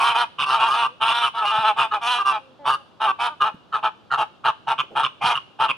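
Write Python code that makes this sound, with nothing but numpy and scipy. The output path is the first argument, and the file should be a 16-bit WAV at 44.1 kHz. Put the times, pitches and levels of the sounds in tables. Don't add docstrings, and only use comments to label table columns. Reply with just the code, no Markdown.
import sys
import numpy as np
from scipy import signal
from scipy.fft import rfft, irfft
from scipy.io import wavfile

SR = 44100
rng = np.random.default_rng(int(sys.argv[2]) if len(sys.argv) > 2 else 0)


def int16_out(signal):
    q = np.round(np.clip(np.atleast_2d(signal).T, -1, 1) * 32767)
    wavfile.write(sys.argv[1], SR, q.astype(np.int16))


N = 254456

# t/s, duration/s, level/dB, f/Hz
HONK_CALLS = [(-.02, 0.17, -21, 232.1), (.14, .11, -17.5, 231.9), (0.491, .11, -21.5, 225.8),
              (0.585, .12, -20.5, 225.7), (.727, .14, -22.5, 231.5), (1.005, .12, -21.5, 223.6),
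              (1.092, 0.2, -23, 232.7), (1.339, .088, -27.5, 230.7), (1.41, 0.066, -22, 212.4),
              (1.507, 0.091, -20.5, 216.4), (1.557, 0.102, -23.5, 220.4), (1.634, 0.095, -17.5, 217.6),
              (1.764, .11, -21, 226.8), (1.922, 0.067, -23, 213), (2.012, 0.19, -22, 241.5),
              (2.308, 0.081, -25, 217.6), (2.647, 0.08, -23, 225.7), (3.003, 0.084, -20, 218.6),
              (3.189, .11, -21.5, 235.7), (3.431, 0.072, -22, 216), (3.731, 0.074, -30.5, 217),
              (3.828, 0.066, -19.5, 215.1), (4.116, 0.051, -24, 229.8), (4.174, 0.07, -19, 224.3),
              (4.442, .064, -17, 221.6), (4.672, 0.072, -18.5, 226), (4.953, .079, -19.5, 223),
              (5.212, .14, -19.5, 240.2), (5.591, 0.086, -18, 224)]
# f/Hz, relative gain/dB
HONK_THROAT_GAIN = [(50, -51), (250, -36.5), (370, -15.5), (560, -18), (690, -4.5), (920, 8), (1060, -5),
                    (1250, 5.5), (1500, -6), (1750, -10.5), (2100, -33.5), (3000, -46.5)]
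HONK_NOSE_GAIN = [(1500, -27), (2100, 6.5), (2650, 20.5), (3000, 18), (3500, 14), (4000, 11), (4600, -64),
                  (7000, -51)]


def honks():
    out = np.zeros((2, N))
    for start, length, db, hz in HONK_CALLS:
        doublings = np.log2(length / .09)
        excess_hz = hz - 231.2
        add(out, *call(
            start, length, db, hz, HONK_THROAT_GAIN, HONK_NOSE_GAIN,
            glide=.00268 * excess_hz, arch=.026, jitter=.0711,
            rough=hoarseness(start + length / 2), settle=.51,
            mouth=.9924 + .03 * doublings, sweep=2.28, scatter=.36,
            nose_db=-9 + 4.5 * doublings, rasp_db=-24 + 2.5 * doublings + .33 * excess_hz,
            rise_s=.023, fall_s=.042, dome=.37, lead_s=.007, throat_pan_db=-.5, nose_pan_db=-2.5))
    return out


# t/s, duration/s, level/dB, f/Hz, nasal level/dB relative to the throat
HOOT_CALLS = [(-.02, 0.13, -21.5, 375, -11.5), (.077, 0.053, -28, 393.4, -1), (0.384, 0.068, -23, 389.5, 0),
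              (0.454, 0.12, -21, 394, -12), (0.592, 0.059, -21, 374, -7.5), (0.662, .11, -21, 401.8, -11.5),
              (0.816, 0.059, -21, 387.7, -9), (1.01, .037, -24, 397, 2), (1.072, 0.065, -23.5, 387, -0.5),
              (1.219, 0.071, -22.5, 416.7, -3), (1.361, 0.072, -27, 426.6, -17.5),
              (1.445, 0.08, -22.5, 408.7, -3.5), (1.776, 0.064, -21.5, 414, -4.5),
              (1.912, 0.034, -21.5, 418.3, -15), (2.177, 0.055, -21.5, 400.3, -13),
              (2.249, 0.081, -17.5, 395.6, -10.5), (2.653, 0.11, -21, 401, -13),
              (3.068, .05, -16.5, 393, -14.5), (3.404, 0.049, -18, 403.7, -13.5),
              (3.724, 0.051, -22.5, 431, -16.5), (4.105, 0.062, -21.5, 447.2, -16.5),
              (4.474, 0.036, -20.5, 410.4, -11.5), (4.779, .041, -23.5, 402.4, -.5),
              (5.024, 0.05, -22, 408, -2.5), (5.344, 0.043, -25, 415, -0.5),
              (5.682, 0.039, -24.5, 405.4, 2)]
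# f/Hz, relative gain/dB
HOOT_THROAT_GAIN = [(50, -49.5), (420, -27.5), (800, -20.5), (1080, 3), (1230, -2), (1400, -6.5),
                    (1650, -16.5), (2000, -41), (3000, -77)]
HOOT_NOSE_GAIN = [(1600, -26.5), (2200, -14), (2600, -1), (2850, 7.5), (3150, -7.5), (3600, -9),
                  (4500, -52), (7000, -81)]


def hoots():
    out = np.zeros((2, N))
    plain_s, resting_hz = .0645, 402.9
    for start, length, db, hz, nose_db in HOOT_CALLS:
        pressed_db = nose_db + 8.5
        glide = -.018 + 1.29 * (length - plain_s) - .0012 * (hz - resting_hz)
        add(out, *call(
            start, length, db, hz, HOOT_THROAT_GAIN, HOOT_NOSE_GAIN,
            glide=glide, arch=.02, jitter=.045,
            rough=hoarseness(start + length / 2) + .034 + .015 * pressed_db, settle=.1,
            mouth=hz / resting_hz, sweep=1.95, scatter=.16,
            nose_db=nose_db, rasp_db=-24.5 + .69 * pressed_db + 8.5 * np.log2(length / plain_s),
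            rise_s=.017, fall_s=.014, dome=.38, lead_s=.005, throat_pan_db=-1.5, nose_pan_db=-4.5))
    return out


# f/Hz, relative level/dB
BILL_RASP = [(2500, -38.5), (4300, 3), (5800, -5.5), (7000, -15), (7800, -13.5), (9100, -6), (11000, -16),
             (14000, -37.5)]


def call(start, length, db, hz, throat, nose, *, glide, arch, jitter, rough, settle, mouth, sweep,
         scatter, nose_db, rasp_db, rise_s, fall_s, dome, lead_s, throat_pan_db, nose_pan_db):
    t = np.arange(0, length + 2 * lead_s, 1 / SR)
    n, progress, rough = len(t), t / t[-1], np.clip(rough, 0, 1)
    bend = glide * (progress - .5) + arch * (1 / 4 - (2 * progress - 1) ** 2) + .013 * wander(n, 25)
    opening = 1 + sweep * bend
    pulses, cycles = syrinx(hz * (1 + bend + jitter * (.09 + rough ** 2) * wander(n, 150)))
    puffs = unit_rms((.4 + np.exp(-(cycles % 1) / .3)) * rng.standard_normal(n))
    flap_hz = 133.43 * (1 + .05555 * wander(n, 87.4))
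    creak, flap_cycles = syrinx(flap_hz, spread=0)
    depth = np.clip(1.5 * rough * (1 - settle * progress), 0, .92)
    throb = 1 - depth + depth * 2 * np.cos(np.pi * flap_cycles) ** 2
    drive = throb * pulses * np.sqrt(1 - depth ** 2) + .83 * depth ** 2 * creak
    breath = throb * puffs
    throaty = resonate(drive + rough * breath, throat, mouth * opening)
    throaty = unit_rms(np.tanh(throaty / 2))
    throaty += amp(-19) * depth ** 3 * np.sin(2 * np.pi * flap_cycles)
    nasal = resonate(reflections(drive + (.66 + rough) * breath, scatter), nose, opening)
    rasp = resonate(reflections(breath, .6), BILL_RASP)
    effort = pressure(t, rise_s, fall_s, dome) * amp(.9 * wander(n, 45))
    voice = (pan(throaty, throat_pan_db)
             + effort ** .21 * amp(nose_db) * pan(nasal, nose_pan_db)
             + effort ** .72 * amp(rasp_db) * rasp)
    return start - lead_s, amp(db) * effort * voice


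# t/s, roughness (0 to 1)
ROUGHNESS = [(0, .38), (.7, 0.42), (1.3, 0.31), (1.45, 0.28), (1.68, 0.21), (1.8, 0.45), (2.15, 0.27),
             (2.65, 0.51), (3.2, 0.41), (4.1, 0.59), (5.7, 0.59)]


def hoarseness(time_s):
    return np.interp(time_s, *np.transpose(ROUGHNESS))


def syrinx(hz, spread=.3):
    cycles = np.cumsum(hz) / SR
    harmonics = np.arange(1, SR // 8 // int(hz.mean()))[:, None]
    return unit_rms(np.cos(2 * np.pi * harmonics * cycles + spread * harmonics ** 2).sum(0)), cycles


def pressure(t, rise_s, fall_s, dome):
    attack = np.clip(t / rise_s, 0, 1)
    release = np.sin(np.pi / 2 * np.clip((t[-1] - t) / fall_s, 0, 1))
    return attack * release * (abs(np.sin(np.pi * t / t[-1])) + 1e-9) ** dome


def reflections(x, strength, span_s=.004, count=9):
    delays = (rng.random(count) * span_s * SR).astype(int)
    echoes = sum(strength * rng.choice([-1, 1]) * np.pad(x, (d, 0))[:len(x)] for d in delays)
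    return unit_rms(x + echoes)


# t/s, duration/s, level/dB, f/Hz, glide/fraction of f, mouth opening (formant ratio)
MOAN_CALLS = [(0.875, 0.085, -53, 249, 0.12, 0.99), (2.378, 0.18, -56, 264.5, -0.029, 0.96),
              (2.589, 0.1, -44, 278.4, -0.093, 1.46), (2.738, 0.098, -54, 279, -0.092, 1.5),
              (3.255, 0.1, -38, 302.3, -0.09, 2.45)]
# f/Hz, relative gain/dB
SHUT_BILL_GAIN = [(100, -26), (270, -8.5), (540, 2.5), (800, -30), (1300, -20.5), (3000, -61)]


def moans():
    out = np.zeros((2, N))
    for start, length, db, hz, glide, mouth in MOAN_CALLS:
        t = np.arange(0, length, 1 / SR)
        pulses, _ = syrinx(hz * (1 + glide * (t / length - .5) + .015 * wander(len(t), 30)))
        effort = pressure(t, rise_s=.0049, fall_s=.034, dome=.12)
        add(out, start, amp(db) * effort * resonate(pulses, SHUT_BILL_GAIN, mouth))
    return out


# t/s, level/dB, centre f/Hz, decay/s
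FOOTFALLS = [(1.58, -39.5, 150, .014), (3.54, -42, 157, 0.0095), (4.834, -42.5, 450, 0.0069),
             (4.902, -44.5, 432, 0.044), (5.236, -38, 140, 0.023)]


def footfalls():
    out, t = np.zeros((2, N)), np.arange(SR // 5) / SR
    turf = [(40, -26), (150, -11.5), (260, -19), (900, -48), (5000, -62)]  # f/Hz, relative gain/dB
    for start, db, hz, decay in FOOTFALLS:
        pat = resonate(rng.standard_normal(len(t)), turf, hz / 150)
        envelope = 2 * t / decay * np.exp(1 - 2 * t / decay)
        add(out, start, amp(db) * envelope * pat)
    return out


# f/Hz, T60/s
TREE_T60 = [(1000, 0.33), (3000, 0.7), (10000, 0.59)]


def pen_echoes(x, near_db, near_decay_s, tail_db):
    t = np.arange(SR) / SR
    taps = rng.choice([-1., 1.], (2, SR)) * (rng.random((2, SR)) < 3000 / SR)
    near = taps * np.exp(-t / near_decay_s)
    hz, delay, bands = signal.stft(taps, SR, nperseg=256)
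    decay = amp(-60 * delay / at_frequency(TREE_T60, hz)[:, None])
    tail = signal.istft(bands * decay, SR, nperseg=256)[1][:, :SR]
    echo = amp(near_db) * near / np.linalg.norm(near[0]) + amp(tail_db) * tail / np.linalg.norm(tail[0])
    return signal.fftconvolve(x.mean(0)[None], echo, axes=1)[:, :N]


# f/Hz, relative level/dB
AIR_SPECTRUM = [(25, -31.5), (110, -4.5), (200, -5.5), (450, -11.5), (1300, -15), (2000, -32),
                (3300, -23.5), (6300, -41), (14000, -57)]


def air(db=-53.5):
    shared = 1.02 * high_pass(rng.standard_normal(N), hz=350)
    return amp(db) * np.array([resonate(shared + rng.standard_normal(N), AIR_SPECTRUM) for _ in range(2)])


def resonate(x, spectrum, shift=1, size=2048):
    log_gain = np.log(amp(at_frequency(spectrum, abs(np.fft.fftfreq(size, 1 / SR)))))
    impulse_response = np.fft.ifft(np.exp(np.conj(signal.hilbert(log_gain)))).real
    clock = np.cumsum(shift * np.ones(len(x)))
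    ticks = np.arange(1, clock[-1] + 1)
    rung = signal.fftconvolve(np.interp(ticks, clock, x), impulse_response[:size // 2])[:len(ticks)]
    return unit_rms(np.interp(clock, ticks, rung))


def wander(n, hz):
    f = np.fft.rfftfreq(SR // 2, 1 / SR)
    return unit_rms(irfft(rfft(rng.standard_normal(SR // 2)) * np.exp(-(f / hz) ** 2)))[:n]


def high_pass(x, hz):
    return signal.sosfilt(signal.butter(2, hz, "high", fs=SR, output="sos"), x)


def at_frequency(points, hz):
    f, value = np.transpose(points)
    return np.interp(np.log(hz + 1), np.log(f + 1), value)


def pan(x, balance_db):
    return x * amp([[balance_db / 2], [-balance_db / 2]])


def amp(db):
    return 10 ** (np.asarray(db) / 20)


def unit_rms(x):
    return x / np.sqrt(np.mean(x ** 2) + 1e-20)


def add(mix, start_s, sound):
    at = round(start_s * SR)
    sound = sound[..., max(-at, 0):]
    part = mix[:, max(at, 0):][:, :sound.shape[-1]]
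    part += sound[..., :part.shape[1]]


def scene():
    birds = high_pass(honks() + hoots(), hz=59.6) + moans() + footfalls()
    return birds + pen_echoes(birds, near_db=-10, near_decay_s=.016, tail_db=-19.5) + air()


def record(dry, edge_hz=14300):
    ports = (signal.hilbert(dry) * np.exp(.12j * np.array([[1], [-1]]))).real
    low_pass = signal.firwin(255, edge_hz, window=("kaiser", 9), fs=SR)
    return signal.oaconvolve(ports, low_pass[None], "same")


dry = scene()
out = record(dry)
int16_out(out)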